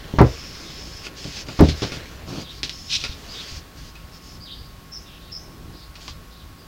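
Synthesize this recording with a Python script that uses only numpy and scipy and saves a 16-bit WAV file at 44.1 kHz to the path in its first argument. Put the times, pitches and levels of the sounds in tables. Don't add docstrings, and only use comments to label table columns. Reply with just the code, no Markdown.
import sys
import numpy as np
from scipy import signal
from scipy.fft import rfft, irfft, next_fast_len
from scipy.io import wavfile
from scipy.ndimage import uniform_filter1d, map_coordinates

SR = 44100
rng = np.random.default_rng(int(sys.argv[2]) if len(sys.argv) > 2 else 0)


def put_to_file(sound):
    columns = np.atleast_2d(sound).T
    safe = np.clip(columns, -1, 1)
    whole_steps = np.round(safe * 32767)
    wavfile.write(sys.argv[1], SR, whole_steps.astype(np.int16))


N = 294543


def amp(db):
    return 10 ** (np.asarray(db) / 20)


def unit(x):
    return x / np.sqrt(np.mean(x ** 2) + 1e-20)


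def along(points, hz):
    f, values = np.transpose(points)
    return np.interp(np.log(hz + 1), np.log(f + 1), values)


def tilted(spectrum, slope_db):
    return [(hz, db + slope_db * np.log2(max(hz, 1000) / 3500)) for hz, db in spectrum]


def fader(rows):
    s, db = np.transpose(rows)
    return amp(np.interp(np.arange(N) / SR, s, db, left=-120, right=-120))


def swell(start, end, ramp):
    t = np.arange(N) / SR
    return np.clip(np.minimum(t - start, end - t) / ramp + .5, 0, 1)


def fade(t, t60):
    return np.exp(-np.log(1000) * t / t60)


def wobble(rate):
    knots = rng.standard_normal(int(N * rate / SR) + 4)
    return map_coordinates(knots, [np.arange(N) * rate / SR])


def coloured(x, spectrum):
    size = next_fast_len(len(x) + 8192)
    eq = amp(along(spectrum, np.fft.rfftfreq(size, 1 / SR)))
    return unit(irfft(rfft(x, size) * eq, size)[:len(x)])


def snap(spectrum, size=1024):
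    eq = amp(along(spectrum, np.fft.rfftfreq(size, 1 / SR)))
    cepstrum = irfft(np.log(eq))
    cepstrum[1:size // 2] *= 2
    cepstrum[size // 2 + 1:] = 0
    pulse = irfft(np.exp(rfft(cepstrum)))
    return pulse / np.abs(pulse).max()


def dense_modes(spectrum, t60s):
    noise = coloured(rng.standard_normal(SR // 4), spectrum)
    hz, t, bands = signal.stft(noise, SR, nperseg=256)
    decay = fade(t, along(t60s, hz)[:, None])
    return signal.istft(bands * decay, SR, nperseg=256)[1][:SR // 4]


def friction(spectrum, density, grain_db, size=N):
    slips = (rng.random(size) < density / SR) * rng.standard_normal(size)
    return coloured(rng.standard_normal(size) + amp(grain_db) * unit(slips), spectrum)


def shifting(x, patchy_db):
    bands = signal.stft(x, nperseg=512)[2]
    patches = uniform_filter1d(rng.standard_normal(bands.shape), size=7, axis=0)
    patches = uniform_filter1d(patches, size=18, axis=1)
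    return signal.istft(bands * amp(patchy_db * unit(patches)), nperseg=512)[1][:len(x)]


def add(track, s, sound):
    start = round(s * SR)
    track[start:start + len(sound)] += sound[:N - start]


# f/Hz, level/dB
ROOM_EQ = [(12, -33), (25, -1.5), (45, 3), (78, 1), (110, -4), (300, -10.5), (450, -16.5), (900, -20),
           (1300, -18.5), (2300, -24), (5000, -25), (6000, -29), (9000, -37), (16000, -33)]
# f/Hz, rms level/dB
HUM_TONES = [(54, -52), (161.5, -57.5), (1096, -58.5)]


def room(air_db=-43.5, waver_hz=1.57, rumble_db=4.0):
    air = amp(air_db + 0.42 * wobble(2.9)) * coloured(rng.standard_normal(N), ROOM_EQ)
    bass = signal.filtfilt(*signal.butter(2, 150, fs=SR), air)
    air += (amp(rumble_db * wobble(10)) - 1) * bass
    t = np.arange(N) / SR
    drift = np.cumsum(waver_hz * wobble(20)) / SR
    hum = sum(amp(db) * np.sqrt(2) * np.sin(2 * np.pi * (hz * t + drift)) for hz, db in HUM_TONES)
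    return air + hum


# t/s, level/dB
ARM_MOVES = [(0.0, -43.5), (0.32, -42.5), (1.34, -49.5), (1.83, -41.5), (1.94, -40.5), (2.31, -49),
             (2.67, -55.5), (2.93, -68), (3.11, -48.5), (3.39, -43.5), (3.61, -54), (4.1, -54.5)]
# f/Hz, level/dB
SLEEVE_EQ = [(60, 2), (200, -3.5), (450, -2), (900, -10.5), (1700, -7), (3000, -9.5), (5500, -13.5),
             (9000, -31.5)]


def sleeves(trim_db=1.0):
    rustle = shifting(friction(SLEEVE_EQ, density=600, grain_db=-5), patchy_db=2.5)
    return amp(trim_db) * fader(ARM_MOVES) * rustle


# f/Hz, level/dB, t60/s
BOARD_MODES = [(58.4, -10, 0.26), (78.5, -2.5, 0.23), (122.4, 0, 0.15), (153.2, -0.5, 0.17),
               (194, -2, 0.13), (247, 8, 0.068), (291.5, 2, 0.15), (317, -3.5, 0.13), (403, -1, 0.14),
               (463, -18.5, 0.26), (522, -17, 0.14), (633, -23, 0.3), (770, -26, 0.15), (829, -19, 0.12),
               (930, -4, 0.088), (1010, -13, 0.153), (1148, -5, 0.11), (1350, -11, 0.15), (1710, -23, 0.15)]
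# f/Hz, level/dB
THUD_EQ = [(30, -18.5), (70, -2.5), (300, -4.5), (600, -1), (1300, -9.5), (2200, -8.5), (4000, -28),
           (9000, -65.5)]
# f/Hz, t60/s
THUD_DECAY = [(60, 0.12), (300, 0.22), (1000, 0.14), (4000, 0.18)]


def board(hardness_hz, place, ring_db=-10, thud_db=-13, attack_s=0.0015):
    t = np.arange(SR // 4) / SR
    hz, db, t60 = np.transpose(BOARD_MODES)[:, :, None]
    shape = np.cos(np.pi * place * np.sqrt(hz / hz[0]))
    strength = shape * amp(db + rng.standard_normal(db.shape))
    ring = np.sum(strength * np.sin(2 * np.pi * hz * t) * fade(t, t60), axis=0)
    body = amp(ring_db) * ring + amp(thud_db) * dense_modes(THUD_EQ, THUD_DECAY)
    attack = 1 - np.exp(-t / attack_s)
    return signal.lfilter(*signal.butter(2, min(hardness_hz, SR / 4), fs=SR), body * attack)


# t/s, level/dB, hardness/Hz
BUMP_CUES = [(.137, -11, 360), (1.252, -18, 330), (1.686, -8, 260), (1.97, -21.5, 199), (3.092, -5.5, 49),
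             (3.521, -10.5, 66.3)]


def hand_bumps():
    out = np.zeros(N)
    for s, db, hardness_hz in BUMP_CUES:
        add(out, s, amp(db) * board(hardness_hz, place=0.748))
    return out


# t/s, level/dB, hardness/Hz, place/0-1, lead of the first touch/s, touch level/dB
KNOCK_CUES = [(.206, 7.5, 860, 0.75, .0205, 3), (1.605, 8, 670, .08, .0147, -5)]


def knocks(rebounds=3, gap_s=.0155, loss_db=8, softening=0.45):
    out = np.zeros(N)
    for s, db, hardness_hz, place, lead_s, touch_db in KNOCK_CUES:
        add(out, s - lead_s, amp(touch_db) * board(2 * hardness_hz, place=0.205))
        add(out, s, amp(db) * board(hardness_hz, place))
        for k in range(1, rebounds + 1):
            rebound = board(hardness_hz * softening ** k, place=0.858)
            add(out, s + k * gap_s, amp(db - k * loss_db) * rebound)
    return out


# t/s, tick level/dB, chatter trim/dB, ring trim/dB, board level/dB
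TAP_CUES = [(.188, -21, 2, -3, -30), (1.068, -25.5, -10, 28, -33), (1.244, -19.5, -10, 7, -31),
            (1.486, -23, -2.5, 19, -21), (1.592, -24.5, 6, -2, -25), (1.687, -17, 5.5, 1, -35),
            (1.82, -24, 9.5, -3, -14.5), (1.83, -26.5, 9, -7, -12), (1.92, -21.5, 2.5, 17.5, -22.5),
            (2.632, -7.5, -3.5, -25, -27), (2.695, -11.5, -8.5, -14, -44), (3.0394, -14, 2, 11.5, -25),
            (3.954, -39.5, 9, 19, -48), (5.954, -38, 10, 11, -50), (6.0803, -19.5, -3, 2.5, -41)]
# f/Hz, level/dB
TICK_EQ = [(300, 1.5), (1000, -9), (1800, 1.5), (2600, 3), (3200, 4), (4000, 4), (5200, 0.5), (6500, -12),
           (8500, -26.5), (15000, -48)]
# f/Hz, level/dB, t60/s
RULER_MODES = [(1430, -35.5, 0.064), (2584, -27.5, 0.029), (2877, -34, 0.032), (3646, -47, 0.079),
               (4246, -54, 0.073), (4800, -40, 0.055)]


def ruler_taps(chatter_db=-12, chatter_t60=0.18, spikiness=0.54):
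    out, t = np.zeros(N), np.arange(SR // 3) / SR
    ring = sum(amp(db) * np.sin(2 * np.pi * hz * t) * fade(t, t60) for hz, db, t60 in RULER_MODES)
    for s, db, chatter_trim_db, ring_db, board_db in TAP_CUES:
        tick = amp(ring_db) * ring
        add(tick, 0, snap(tilted(TICK_EQ, slope_db=4.5)))
        contacts = unit(rng.standard_normal(len(t)) * np.exp(spikiness * rng.standard_normal(len(t))))
        force = amp(chatter_db + chatter_trim_db) * contacts * fade(t, chatter_t60) / np.linalg.norm(tick)
        force[0] = 1
        add(out, s, amp(db) * signal.fftconvolve(force, tick))
        add(out, s, amp(board_db) * board(hardness_hz=1190, place=0.622))
    return out


# start/s, end/s, level/dB, rasp against the hiss/dB
STROKE_CUES = [(0.254, 1.03, -46, 0.5), (1.032, 1.083, -37, -16), (1.168, 1.37, -41, -7.5),
               (1.352, 1.432, -35.5, -6), (1.465, 1.606, -44, -17), (1.589, 1.71, -35.5, -16),
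               (1.758, 1.906, -41, -2), (1.918, 1.983, -38, -16), (2.275, 2.436, -41, -12),
               (2.502, 2.606, -49, -3), (2.714, 2.903, -47.5, 4), (3.147, 3.335, -49, -16),
               (3.31, 3.6, -41.5, -11), (3.762, 3.911, -48.5, -20), (4.121, 4.19, -50.5, -2),
               (4.226, 4.375, -51.5, 0), (5.995, 6.122, -46, -14)]
# f/Hz, level/dB
PAPER_EQ = [(200, -10), (500, -11.5), (1100, -15), (1600, -7.5), (2200, -5.5), (3100, -1.5), (3900, -5),
            (4600, -0.5), (5500, -6), (6700, -9), (8400, -23), (12000, -33)]
# f/Hz, level/dB
RASP_EQ = [(3500, -45), (4850, -14), (5250, 0), (5600, -11), (6800, -19), (9000, -50)]


def paper_strokes(ramp_s=.04, firm_db=-39, firm_slope_db=1, thinning=0.29, uneven_db=0.7):
    out = np.zeros(N)
    for start, end, db, rasp_db in STROKE_CUES:
        t = np.arange(int((end - start + ramp_s) * SR)) / SR
        speed = np.clip(np.minimum(t, t[-1] - t) / ramp_s, 0, 1)
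        slope_db = firm_slope_db + thinning * (firm_db - db)
        hiss = friction(tilted(PAPER_EQ, slope_db), density=1200, grain_db=-9.5, size=len(t))
        rasp = amp(rasp_db) * coloured(rng.standard_normal(len(t)), RASP_EQ)
        add(out, start - ramp_s / 2, amp(db) * speed * (hiss + rasp))
    return amp(uneven_db * wobble(45)) * shifting(out, patchy_db=1.5)


CALL_NOTES = {"chirrup": [(0, .074, 4244, 4928, 4470, 150, -6), (.055, 0.076, 4150, 3460, 3760, 274, -4),
              (.108, .032, 3650, 3990, 3005, 380, 0), (.13, .15, 4790, 4670, 4690, 218, -12.5)],
              "peep": [(0, 0.0685, 5200, 5340, 5140, 207, -0.5), (.062, 0.064, 5700, 6270, 6060, 260, -17)],
              "slur": [(0, .15, 4500, 4400, 3600, 520, -1)]}
# t/s, kind, level/dB, pitch ratio
BIRD_CUES = [(.57, "chirrup", -40, 1.02), (2.378, "chirrup", -37, 0.98), (3.275, "chirrup", -32.5, 0.99),
             (4.396, "chirrup", -34, 0.99), (4.913, "peep", -34.5, 1.01), (5.042, "slur", -45.5, 0.76),
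             (5.183, "slur", -47.5, 0.88), (5.312, "peep", -32.5, .99), (5.716, "slur", -45.5, 0.99),
             (6.291, "slur", -48.5, 0.92), (6.58, "peep", -51.5, 0.9)]


def birds(direct_db=-7, near_t60=0.064, far_t60=.55):
    song = np.zeros(N)
    rasp = wobble(900)
    for s, kind, call_db, ratio in BIRD_CUES:
        for delay, length, first_hz, middle_hz, last_hz, rasp_hz, db in CALL_NOTES[kind]:
            progress = np.linspace(0, 1, int(length * SR))
            arch = np.polyfit([0, .5, 1], [first_hz, middle_hz, last_hz], 2)
            jitter = rasp_hz * rasp[round(s * SR) - np.arange(len(progress))]
            pitch = ratio * np.polyval(arch, progress) + jitter
            whistle = signal.windows.tukey(len(pitch), .3) * np.sin(2 * np.pi * np.cumsum(pitch) / SR)
            add(song, min(s + delay, N / SR), amp(call_db + db) * whistle)
    t = np.arange(SR) / SR
    walls = rng.standard_normal(SR) * (4 * fade(t, near_t60) + fade(t, far_t60))
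    echoes = signal.fftconvolve(song, walls / np.linalg.norm(walls))[:N]
    return amp(direct_db) * song + echoes


# start/s, end/s, level/dB
DRAG_CUES = [(0.578, 0.895, -45), (1.075, 1.156, -45), (1.255, 1.294, -35), (1.36, 1.57, -46),
             (2.272, 2.43, -32.5), (5.417, 5.78, -46.5)]
# f/Hz, level/dB
DRAG_EQ = [(50, -8.5), (140, 5.5), (230, -1.5), (320, 2.5), (450, -7), (700, -12.5), (1500, -19.5),
           (4000, -67)]


def arm_drags():
    weight = sum(amp(db) * swell(start, end, ramp=0.05) for start, end, db in DRAG_CUES)
    return weight * friction(DRAG_EQ, density=200, grain_db=-4.5)


# t/s, level/dB
SHOVE_RIDE = [(2.87, -50), (2.9, -31.5), (2.925, -20.5), (2.962, -19.5), (2.982, -31), (3.03, -31.5),
              (3.08, -41), (3.125, -37), (3.16, -47)]
# f/Hz, level/dB
SCRAPE_EQ = [(600, -30), (1400, -25), (2150, -12.5), (2520, -2), (2950, -4), (3900, 0.5), (4600, -4),
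             (5300, -2), (7700, -21), (12000, -39), (16000, -39.5)]


def ruler_scrape(trim_db=-1.5, judder_db=1.5):
    judder = amp(trim_db + judder_db * wobble(190))
    return judder * fader(SHOVE_RIDE) * friction(SCRAPE_EQ, density=2500, grain_db=-12)


# f/Hz, level/dB, t60/s
PEN_MODES = [(810, 0, 0.052), (890, -6, 0.084), (1025, 3, 0.043), (1170, -3.5, 0.1), (1470, -9, 0.068)]


def pen(at_s=6.0802, tap_db=-36.5):
    out, t = np.zeros(N), np.arange(SR // 4) / SR
    for hz, db, t60 in PEN_MODES:
        add(out, at_s, amp(tap_db + db) * np.sin(2 * np.pi * (hz * t + rng.random())) * fade(t, t60))
    return out


def scene():
    hiss = amp(-59.5) * rng.standard_normal(N)
    hits = knocks() + hand_bumps() + ruler_taps() + pen()
    rubs = paper_strokes() + ruler_scrape() + arm_drags() + sleeves()
    return (hits + rubs + birds() + room() + hiss)[None]


# t/s, level/dB
OVERLOAD_CLICKS = [(0.216, -14.5), (1.6098, -7.5)]


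def record(dry, top_hz=15900):
    clipped = dry / (1 + np.abs(dry) ** 8) ** (1 / 8)
    for s, db in OVERLOAD_CLICKS:
        at = round(s * SR)
        clipped[:, at] -= amp(db) * np.sign(clipped[:, at])
    size = next_fast_len(N + 8192)
    passband = np.fft.rfftfreq(size, 1 / SR) < top_hz
    return irfft(rfft(clipped, size) * passband, size)[:, :N]


dry = scene()
out = record(dry)
put_to_file(out)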